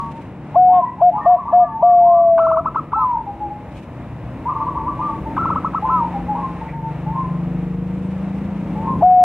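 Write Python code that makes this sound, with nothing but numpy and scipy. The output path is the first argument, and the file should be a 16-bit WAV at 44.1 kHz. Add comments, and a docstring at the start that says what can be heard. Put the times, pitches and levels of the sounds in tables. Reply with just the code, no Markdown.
"""Traffic hums and two motorbikes run from the start, while doves hoot and stutter across a walled yard.
A caged zebra dove coos close by, four short notes and a long sinking one; a far small bird whistles.
A second dove nearby trills twice, one motorbike fades, a heavy vehicle rumbles past, the other pulls away.
A faint treble hiss rises and falls before a last coo. Birds are jittered tones, engines sums of firing-rate
multiples, tyres, feathers and hiss shaped noise; echoes give distance, a limiter ducks all under loud coos."""
import sys
import numpy as np
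from scipy import signal
from scipy.fft import rfft, irfft, next_fast_len
from scipy.io import wavfile
from scipy.ndimage import uniform_filter1d, map_coordinates

SR = 44100
rng = np.random.default_rng(int(sys.argv[2]) if len(sys.argv) > 2 else 0)


def put_to_file(sound):
    """Save the sound as 16-bit audio at rate SR, in the file named by the first command-line argument."""
    columns = np.atleast_2d(sound).T  # one column per channel
    safe = np.clip(columns, -1, 1)
    whole_steps = np.round(safe * 32767)
    wavfile.write(sys.argv[1], SR, whole_steps.astype(np.int16))


N = 407475


def amp(db):
    """Decibels to gain."""
    return 10 ** (np.asarray(db) / 20)


def unit(x):
    """x at rms 1."""
    return x / np.sqrt(np.mean(x ** 2) + 1e-20)


def along(points, hz):
    """Interpolate (frequency [Hz], value) points on a log-frequency axis."""
    f, v = np.transpose(points)
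    return np.interp(np.log(hz + 1), np.log(f + 1), v)


def curves(rows):
    """One value per sample for each column after the time."""
    s, *cols = np.transpose(rows)
    return [np.interp(np.arange(N) / SR, s, c) for c in cols]


def wobble(rate, size=N):
    """A smooth random curve, rate knots a second."""
    knots = rng.standard_normal(int(size * rate / SR) + 4)
    coarse = np.arange(0, size + 32, 32)
    smooth = map_coordinates(knots, [coarse * rate / SR])
    return np.interp(np.arange(size), coarse, smooth)


def bell(at, half):
    """A bell-shaped curve around a time, 1/e at half seconds either side."""
    return np.exp(-((np.arange(N) / SR - at) / half) ** 2)


def filtered(x, response):
    """x times a response of frequency."""
    m = next_fast_len(N + SR // 2)
    return irfft(rfft(x, m) * response(np.fft.rfftfreq(m, 1 / SR)), m)[..., :N]


def add(track, start, sound):
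    """Mix a sound into a track at a time."""
    at = round(start * SR) + np.arange(len(sound))
    inside = (at >= 0) & (at < N)
    track[at[inside]] += sound[inside]


# left-right likeness of diffuse noise: (frequency [Hz], correlation [-1..1])
LIKENESS = [(100, 1), (1000, 0.99), (2200, 0.99), (3200, 0.54), (4800, 0.019), (9000, 0.04)]


def rush(spectrum):
    """Stereo noise of rms 1, alike in both ears in the bass: mid and side share the power."""
    def mid_side(hz):
        turn = np.arccos(np.clip(along(LIKENESS, hz), -1, 1)) / 2
        return amp(along(spectrum, hz)) * np.array([np.cos(turn), np.sin(turn)])
    mid, side = filtered(rng.standard_normal((2, N)), mid_side)
    return unit(np.array([mid + side, mid - side]))


def note(length, first_hz, last_hz, scoop, rise, bend, fall, attack, release):
    """Time, pitch and loudness: pitch scoops up as pressure builds and bends as the note is let go."""
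    t = np.arange(int(max(length, .01) * SR)) / SR
    left = t[-1] - t
    bends = 1 - scoop * np.exp(-t / rise) + bend * np.exp(-left / fall)
    pitch = np.linspace(first_hz, last_hz, len(t)) * bends
    opening = np.sin(np.pi / 2 * np.minimum(t / attack, 1))
    closing = np.sin(np.pi / 2 * np.minimum(left / release, 1))
    return t, pitch, (opening * closing) ** 2


def arch(length, low_hz, peak_hz, last_hz, climb, sinking, attack, release):
    """Time, pitch and loudness of a note that lingers low, climbs to a peak and sinks again."""
    t, _, gate = note(length, peak_hz, peak_hz, 0, 1, 0, 1, attack, release)
    below = np.exp(-(2 * t / max(climb, .002)) ** 2)
    sunk = np.clip((t - climb) / max(t[-1] - climb, .005), 0, 1) ** sinking
    pitch = peak_hz + (low_hz - peak_hz) * below + (last_hz - peak_hz) * sunk
    return t, pitch, gate


def syrinx(pitch, tone, jitter, effort=1):
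    """A tone of rms 1 with a slight tremor; effort brings out its faint, unsteady overtones."""
    flutter_db = 1.5
    size = len(pitch)
    phase = 2 * np.pi * np.cumsum(pitch * (1 + jitter * wobble(250, size))) / SR
    overtones = sum(amp(db + flutter_db * wobble(40, size)) * np.sin(order * phase)
                    for order, db in enumerate(tone, 2))
    return np.sqrt(2) * (np.sin(phase) + effort * overtones)


def ping(hz, width, life):
    """A short burst of noise around hz that swells for life seconds and dies."""
    t = np.arange(SR // 10) / SR
    in_phase = wobble(width, len(t)) * np.sin(2 * np.pi * hz * t)
    quadrature = wobble(width, len(t)) * np.cos(2 * np.pi * hz * t)
    return (in_phase + quadrature) * t / life * np.exp(1 - t / life)


# noise spectra, relative, of engine rumble, tyres and a heavy engine: (frequency [Hz], level [dB])
RUMBLE_SPECTRUM = [(15, -39.5), (30, -17), (56, -0.5), (120, 1.5), (185, 0.5), (215, -2), (245, -0.5),
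                   (320, -3), (380, -10), (600, -13), (900, -57.5)]
TYRE_SPECTRUM = [(250, -18), (450, 1), (550, 5), (900, 3), (1500, -7.5), (2100, -9), (2700, -13),
                 (3250, -21.5), (3800, -22.5), (4300, -28.5), (6000, -33), (9500, -37.5), (12500, -50.5),
                 (15000, -66.5)]
HEAVY_SPECTRUM = [(25, -30), (55, 12), (85, 9.5), (140, -12), (250, -46.5)]
# slow changes in traffic noise: (centre [s], half width [s], rumble change [dB], tyre change [dB])
TRAFFIC_CHANGES = [(1.104, 0.74, 0, 3), (5.5, 0.86, 6, 4.5), (6.7, 2.8, -1, 4), (8.85, 0.5, 8.5, 4.5)]


def street():
    """Engine rumble and tyre noise slowly change in level; a heavy vehicle passes slowly."""
    rumble_db = -36 + 2.1 * wobble(8.8)
    tyre_db = -44 + 1.5 * wobble(7.8)
    for at_s, half_s, rumble_change_db, tyre_change_db in TRAFFIC_CHANGES:
        rumble_db += rumble_change_db * bell(at_s, half_s)
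        tyre_db += tyre_change_db * bell(at_s, half_s)
    heavy = amp(-38.5) * bell(at=6.1, half=3.5) * rush(HEAVY_SPECTRUM)
    return amp(rumble_db) * rush(RUMBLE_SPECTRUM) + amp(tyre_db) * rush(TYRE_SPECTRUM) + heavy


FIRING_SCATTER_CYCLES, THROB_DB = .0025, .7  # unevenness of the firings in time and strength


def exhaust(rate, tones_db, fading_db):
    """Multiples of an uneven firing rate; each tone fades slowly as the path changes."""
    turns = np.cumsum(rate * (1 + .001 * wobble(6))) / SR + FIRING_SCATTER_CYCLES * wobble(25)
    tones = 0
    for multiple, db in tones_db:
        level_db = db + fading_db * wobble(2.0) + THROB_DB * wobble(12)
        tones = tones + amp(level_db) * np.sin(2 * np.pi * multiple * turns + rng.normal(0, 0.71))
    return np.sqrt(2) * amp(THROB_DB * wobble(25)) * tones


# engine speed: (time [s], firing rate [1/s])
FAR_FIRING_RATE = [(0, 36.4), (2.2, 37.4), (3.2, 37.9), (5.2, 37)]
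# loudness: (time [s], level [dB])
FAR_LOUDNESS = [(0, -37.5), (1, -34), (2.2, -35), (3.2, -49.5), (4.3, -41), (5.2, -53.5)]
# exhaust tones from twice the firing rate up, relative: level [dB]
FAR_EXHAUST_TONES = [-20, -16.5, -9, -5.5, -10, -14.5, -15, -21.5, -19]


def far_motorbike():
    """A steady engine, a stack of firing-rate multiples, fades away down the street."""
    (rate,), (db,) = curves(FAR_FIRING_RATE), curves(FAR_LOUDNESS)
    tones = [(k, db + tone_db) for k, tone_db in enumerate(FAR_EXHAUST_TONES, 2)]
    return exhaust(rate, tones, fading_db=2.5)


# engine speed, idling then pulling away: (time [s], firing rate [1/s])
NEAR_FIRING_RATE = [(0, 24.6), (2.6, 25.2), (4.2, 25.2), (4.9, 25.6), (5.8, 25.8), (6.2, 25.2),
                    (7.1, 24.85), (7.48, 25.1), (8.19, 27.1), (8.41, 28.1), (8.97, 29.3), (9.24, 30.2)]
# two strongest tones: (time [s], sixth multiple level [dB], seventh multiple level [dB])
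NEAR_STRONG_TONES = [(0, -46.5, -50.5), (.7, -40.5, -53.5), (1.3, -44.5, -49), (2.7, -37.5, -51),
                     (3.1, -49, -53.5), (4.2, -40, -52.5), (5.4, -38.5, -37), (5.85, -45, -35),
                     (6.3, -44.5, -29), (6.82, -30.5, -33.5), (7.45, -27, -24), (8.18, -34.5, -22.5),
                     (8.41, -30, -27), (8.98, -27.5, -29), (9.24, -37, -44)]
# exhaust pipe resonances: (frequency [Hz], gain [dB])
NEAR_PIPE_RESONANCES = [(50, -7.5), (75, -8.5), (100, -6.5), (125, 1), (200, -5), (225, -9.5), (252, -2),
                        (278, -8.5), (305, -0.5), (330, -2), (365, -15.5), (425, -18), (468, -9),
                        (510, -15.5)]


def near_motorbike():
    """Two strong tones; weaker ones slide through fixed pipe resonances as the engine speeds up."""
    (rate,), (sixth_db, seventh_db) = curves(NEAR_FIRING_RATE), curves(NEAR_STRONG_TONES)
    loud_db = 10 * np.log10(amp(sixth_db) ** 2 + amp(seventh_db) ** 2)
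    weak_db = -40 + .55 * (loud_db - loud_db.max())  # weak tones follow part of the swell
    strong = [(6, sixth_db), (7, seventh_db)]
    weak = [(k, weak_db + along(NEAR_PIPE_RESONANCES, k * rate))
            for k in range(2, 20) if k not in (6, 7)]
    return exhaust(rate, strong, fading_db=0.96) + exhaust(rate, weak, fading_db=3.5)


# level hoots, and level stretches within a falling coo and a slur:
# (start [s], length [s], pitch [Hz], level [dB])
LEVEL_NOTES = [(-.1, 0.14, 1146, -19.5), (-.05, 0.24, 928, -28.5), (0.814, 0.038, 1010, -12),
               (.97, .06, 846, -28.5), (1.11, 0.1, 851, -16.5), (1.403, .035, 1052, -22),
               (1.664, 0.13, 906.5, -23), (2.11, 0.15, 1156, -24.5), (3.258, 0.057, 823, -23.5),
               (3.394, .11, 839, -17.5), (4.54, 0.08, 912, -23), (4.779, 0.043, 907, -23),
               (4.99, 0.021, 905, -24), (5.077, 0.047, 908, -24.5), (5.253, 0.038, 905, -24.5),
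               (6.133, 0.047, 818, -22.5), (6.275, 0.087, 841.7, -15.5), (6.347, 0.034, 967, -21),
               (6.421, .065, 1062, -21.5), (6.607, 0.033, 905, -26.5), (6.704, 0.2, 911, -26)]
# slow upward slurs: (start [s], climb time [s], hold [s], peak pitch [Hz], level [dB])
UPWARD_SLURS = [(1.788, 0.04, 0.12, 1160, -23.5), (1.999, .07, .125, 1059, -20),
                (6.335, 0.038, 0.041, 1122, -29.5), (7.06, 0.1, 0.11, 1059, -22),
                (8.751, 0.13, 0.086, 1065, -22)]


def single_notes():
    """Slurs climb slowly to their pitch, level notes start on it; both sag a little."""
    slur_low_hz, sag = 848, 0.034  # sag: share of the pitch lost
    for start, climb, hold, hz, db in UPWARD_SLURS:
        yield start, climb + hold, slur_low_hz, hz, hz * (1 - sag), climb, db
    for start, length, hz, db in LEVEL_NOTES:
        yield start, length, hz, hz, hz * (1 - sag), 0, db


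def two_registers(t, high, length, low_hz, peak_hz, climb):
    """The low register creeps up and swells, then flips to the high one with a brief flare."""
    high = high * (1 - 0.075 * np.exp((t - t[-1]) / 0.012))  # drops as the note is let go
    low = low_hz + 0.42 * (peak_hz - low_hz) * np.minimum(t / climb, 1.2)
    # the slower the climb, the fainter the low register
    low_db = 2.5 - 59.5 * climb + 49 * np.minimum(t - climb, 0)

    def flip(at):
        return (1 + np.tanh((t - at) / (0.24 * climb))) / 2

    overlap_s = 0.0081  # the low register outlasts the flip
    upper = flip(climb) * syrinx(high, [], jitter=0.0044)
    lower = (1 - flip(climb + overlap_s)) * amp(low_db) * syrinx(low, [], jitter=0.018)
    flare_db = 3.5 * np.exp(-((t - climb) / 0.0019) ** 2)
    crest_db = 13 * length * np.exp(-((t / length - .62) / 0.073) ** 2)  # longer notes swell more
    return (upper + lower) * amp(flare_db + crest_db)


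# stuttering phrases: (start [s], length [s], starting pitch [Hz], peak pitch [Hz],
# last pitch before letting go [Hz], climb time [s], level [dB])
STUTTER_NOTES = [(1.135, 0.076, 880, 1227, 1185, .05, -19.5), (1.205, 0.024, 1057, 1240, 1173, 0.012, -27),
                 (1.24, 0.041, 976, 1198, 1145, 0.016, -24.5), (1.29, 0.052, 917, 1152, 1090, 0.018, -23.5),
                 (1.365, 0.056, 946, 1155, 1090, 0.023, -21.5),
                 (1.45, 0.067, 871, 1174, 1140, 0.034, -21.5), (1.57, 0.14, 869, 1202, 1118, 0.033, -26),
                 (4.452, 0.064, 909, 1223, 1170, .042, -19), (4.513, 0.031, 1045, 1225, 1172, 0.011, -28),
                 (4.548, 0.033, 976, 1214, 1170, 0.015, -24.5),
                 (4.597, 0.048, 970, 1175, 1164, 0.013, -23.5), (4.66, 0.046, 918, 1168, 1100, 0.023, -22),
                 (4.748, 0.048, 900, 1174, 1110, 0.026, -21.5), (4.858, 0.056, 909, 1175, 1163, 0.022, -21),
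                 (4.988, 0.13, 927, 1189, 1133, .026, -22.5)]
# long falling coos: columns as above
FALLING_COOS = [(0.683, .2, 850, 1084, 925, 0.052, -20.5), (2.956, 0.23, 812, 1025, 860, 0.034, -18.5),
                (5.82, .24, 804, 1032, 869, .034, -18)]


def yard_doves():
    """Climbing notes creep up low, flip to a peak and sink; level notes are plain, sagging tones."""
    out = np.zeros(N)
    for start, length, low_hz, peak_hz, last_hz, climb, db in [
            *STUTTER_NOTES, *FALLING_COOS, *single_notes()]:
        if climb:
            attack, release = .008, 0.0046 + 0.12 * length
        else:
            attack = release = 0.36 * length
        t, high, gate = arch(length, peak_hz, peak_hz, last_hz, climb, 2.4, attack, release)
        if climb:
            voice = two_registers(t, high, length, low_hz, peak_hz, climb)
        else:
            voice = syrinx(high, [], jitter=0.003)
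        add(out, start, amp(db + 0.61 * wobble(45, len(t))) * gate * voice)
    return out


# feather rustles, and last a faint steady treble hiss, rising and falling around 8.3 s:
# (time [s], half width [s], level [dB])
RUSTLES_AND_HISS = [(0.137, 0.12, -55), (3.78, .065, -52), (5.07, 0.14, -59.5), (8.298, 0.9, -58)]
# their noise spectrum, relative: (frequency [Hz], level [dB])
RUSTLE_SPECTRUM = [(1200, -6), (2500, 5), (4500, -9.5), (9000, -15), (14000, -30)]
# taps on the cage: (time [s], pitch [Hz], level [dB])
CAGE_TAPS = [(2.33, 2665, -62.5), (6.68, 2150, -40.5), (6.73, 1900, -45), (7.93, 7490, -71),
             (8.04, 8500, -68)]


def cage():
    """Feathers brush softly and a treble hiss rises, both shaped noise; something taps the bars."""
    taps = np.zeros(N)
    envelope = sum(amp(db) * bell(s, half) for s, half, db in RUSTLES_AND_HISS)
    for s, hz, db in CAGE_TAPS:
        add(taps, s, amp(db) * ping(hz, width=0.45 * hz, life=0.013))
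    return taps + envelope * amp(3.0 * wobble(75)) * rush(RUSTLE_SPECTRUM)


# coos: (start [s], end [s], first pitch [Hz], last pitch before the bend [Hz],
# closing bend [share of pitch], level [dB], fade [dB], opening chirp re coo [dB])
NEAR_COOS = [(0.553, 0.818, 735, 726.7, -0.22, -4.5, -1, -17),
             (1.009, 1.118, 717.8, 730, -0.24, -5.5, -1, -15.5),
             (1.255, 1.374, 722, 726, -0.24, -4.5, -0.5, -19),
             (1.522, 1.664, 726, 709.4, -0.17, -4.5, -2.5, -18),
             (1.822, 2.62, 718, 639.8, 0.23, -1, -15, -25.5),
             (9.018, 9.303, 739.5, 719, -0.28, -4, -2.5, -17.5)]
# coo overtones from the second harmonic up, at full effort: level re fundamental [dB]
COO_OVERTONES = [-42.5, -62, -61.5, -62, -70, -72, -71]


def near_dove():
    """Round coos: a tiny upward chirp, then the low tone catches with a puff of air."""
    out = np.zeros(N)
    for start, end, first_hz, last_hz, bend, db, fade_db, chirp_db in NEAR_COOS:
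        t, pitch, gate = note(end - start, first_hz, last_hz, scoop=0.067, rise=0.019,
                              bend=bend, fall=.012, attack=0.018, release=0.032)
        pitch = pitch * (1 - 0.35 * np.exp(-t / 0.0045))  # membranes catch from well below the note
        effort = amp(fade_db * (t / t[-1]) ** 1.8)
        overtone_effort = amp(0.36 * fade_db) * effort ** 13.0
        voice = syrinx(pitch, COO_OVERTONES, jitter=0.0024, effort=overtone_effort)
        add(out, start, amp(db + 0.41 * wobble(40, len(t))) * effort * gate * voice)

        t, pitch, gate = note(0.031, 740, 1150, scoop=0.035, rise=0.0048,
                              bend=0, fall=.005, attack=0.0074, release=0.014)
        add(out, start - .011, amp(db + chirp_db) * gate * syrinx(pitch, [], jitter=0.11))
        add(out, start, amp(db - 53.5) * ping(3000, width=2200, life=0.0081))  # puff
    return out


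def hoarseness(start, end, hz, db):
    """The first coo turns briefly hoarse as it ends: multiples of half its pitch scatter and buzz."""
    out = np.zeros(N)
    t, pitch, gate = note(end - start, hz, hz, scoop=0, rise=.01,
                          bend=0, fall=.01, attack=0.035, release=0.017)
    phase = 2 * np.pi * np.cumsum(pitch * (1 + .014 * wobble(330, len(t)))) / SR
    halves = sum(np.sin(k * phase / 2) / k ** 1.5 for k in range(4, 11))
    add(out, start, amp(db) * gate * unit(halves * amp(3 * wobble(300, len(t)))))
    return out


# far small bird: (start [s], end [s], pitch [Hz], level [dB])
FAR_WHISTLES = [(0.847, 0.935, 1948, -41), (1.204, 1.303, 1832, -36), (1.3, 1.389, 1784, -44.5),
                (1.513, 1.731, 1717, -42), (1.887, 1.944, 1790, -42.5)]


def whistler():
    """Thin level whistles, each a single jittered tone."""
    out = np.zeros(N)
    for start, end, hz, db in FAR_WHISTLES:
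        t, pitch, gate = note(end - start, hz, hz, scoop=0.012, rise=0.0086,
                              bend=-0.01, fall=0.012, attack=0.016, release=0.047)
        add(out, start, amp(db) * gate * syrinx(pitch, [], jitter=0.0064))
    return out


# trills: (start [s], wait for the closing note [s], level before flare [dB])
DOVE_TRILLS = [(2.385, .543, -19.5), (5.373, .513, -21)]
# chips of every trill, slowing down: (delay [s], length [s], starting pitch [Hz], last pitch [Hz])
TRILL_CHIPS = [(.003, .05, 916, 1197), (.044, .039, 1177, 1144), (.081, 0.043, 962, 1130),
               (.127, .04, 882, 1062), (.183, .037, 900, 1050), (.271, 0.036, 900, 1050),
               (.371, 0.046, 866, 1055)]
# trill overtones from the second harmonic up, at full effort: level re fundamental [dB]
TRILL_OVERTONES = [-41, -51, -62, -53, -65.5, -58]


def trilling_dove():
    """Arched chips start with a rasp and flare as the rising pitch crosses the throat's resonance."""
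    out = np.zeros(N)
    throat_hz, width_hz, flare_db = 1030, 110, 10
    for start, wait, db in DOVE_TRILLS:
        closing = (wait, .122, 843, 1140)  # drawn-out last note, columns as the chips
        for k, (delay, length, low_hz, last_hz) in enumerate([*TRILL_CHIPS, closing]):
            # the fastest chips are pushed a little higher
            peak_hz = 1325 + 32.2 * np.exp(-((delay - 0.05) / 0.066) ** 2)
            t, pitch, gate = arch(length, low_hz, peak_hz, last_hz, climb=.015 + 0.062 * length,
                                  sinking=3.2, attack=0.004, release=0.0052)
            flare = flare_db * np.exp(-((pitch - throat_hz) / width_hz) ** 2 - t / 0.023)
            effort = np.minimum(pitch / peak_hz, 1) ** 7
            voice = syrinx(pitch, TRILL_OVERTONES, jitter=0.0055, effort=effort)
            add(out, start + delay, amp(db + flare) * gate * voice)

            rasp_db = db + (-8.5 if k else 2)  # the first rasp is strongest
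            add(out, start + delay - .011, amp(rasp_db) * ping(1150, width=800, life=0.0055))
            add(out, start + delay, amp(rasp_db - 19) * ping(2500, width=5400, life=0.0027))
    return out


# brief far engines: (loudest at [s], half width [s], pitch [Hz], level [dB])
ENGINE_DRONES = [(3.458, 0.079, 337, -37.5), (4.245, 0.49, 121.1, -34.5), (4.85, 0.081, 185, -35),
                 (5.147, 0.6, 315, -36.5), (5.45, .15, 284, -37.5)]


def drones():
    """Of a far engine only one wavering exhaust tone carries."""
    out = np.zeros(N)
    for at_s, half_s, hz, db in ENGINE_DRONES:
        phase = 2 * np.pi * np.cumsum(hz * (1 + 0.011 * wobble(13))) / SR
        out += amp(db) * bell(at_s, half_s) * unit(np.sin(phase))
    return out


# decay of the diffuse echo: (frequency [Hz], t60 [s])
WALL_DECAY = [(300, 0.69), (1000, 0.47), (3000, 0.18), (10000, .15)]


def echoes(x, delay):
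    """The walls' diffuse answer: decaying noise, the treble dying first."""
    hz, t, z = signal.stft(rng.standard_normal(SR // 2), SR, nperseg=256)
    decay = amp(-60 * t / along(WALL_DECAY, hz)[:, None])
    tail = signal.istft(z * decay, SR, nperseg=256)[1]
    tail = np.pad(tail, (int(delay * SR), 0))
    voice_band = np.abs(rfft(tail, SR)[600:1400])  # 1 Hz bins; sets unit gain for voices
    return signal.fftconvolve(x, tail / np.sqrt(np.mean(voice_band ** 2)))[:N]


# hard walls of the yard: (echo delay [s], gain [linear])
WALL_SLAPS = [(0.0137, 0.24), (.022, -.2), (.033, .16), (.047, 0.21), (.061, -0.2), (.094, 0.058)]


def slapped(x):
    """Hard walls repeat a sound; on a sliding note the copies beat against one another."""
    out = x.copy()
    for delay, gain in WALL_SLAPS:
        add(out, delay, gain * x)
    return out


def placed(x, balance_db, lag):
    """A sound from one side: the left channel is balance_db louder and lag seconds later."""
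    def response(hz):
        gains = amp([[balance_db / 2], [-balance_db / 2]])
        return gains * np.exp(np.pi * hz * lag * np.array([[-1j], [1j]]))
    return filtered(x, response)


def scene():
    """The farther the bird, the more of it arrives by way of the walls."""
    traffic = street() + far_motorbike() + near_motorbike() + drones()
    far = yard_doves() + whistler()
    near = near_dove() + hoarseness(.715, 0.797, hz=722, db=-43)
    trill = trilling_dove()
    near = near + amp(-20) * echoes(near, delay=0.0072)
    trill = trill + amp(-16) * echoes(trill, delay=0.0058)
    far = amp(-1.5) * slapped(far) + amp(-8) * echoes(far, delay=0.0093)
    birds = placed(near, 1.8, lag=0) + placed(trill + far, 1.2, lag=2e-5)
    return birds + placed(traffic, 1.1, lag=3.5e-5) + cage()


def limiter(x, ceiling_db, recovery_db):
    """Gain drops on a loud peak, smoothed over 256 samples, and recovers by recovery_db a second."""
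    over = np.maximum(20 * np.log10(np.abs(x).max(axis=0) + 1e-9) - ceiling_db, 0)
    ramp = recovery_db * np.arange(N) / SR
    held = np.maximum.accumulate(over + ramp) - ramp
    return x * amp(-uniform_filter1d(held, size=256))


def record(dry):
    """Limiter, then a sharp treble cutoff."""
    top_hz = 15100
    return filtered(limiter(dry, ceiling_db=-4, recovery_db=13.0), lambda hz: hz < top_hz)


dry = scene()
out = record(dry)
put_to_file(out)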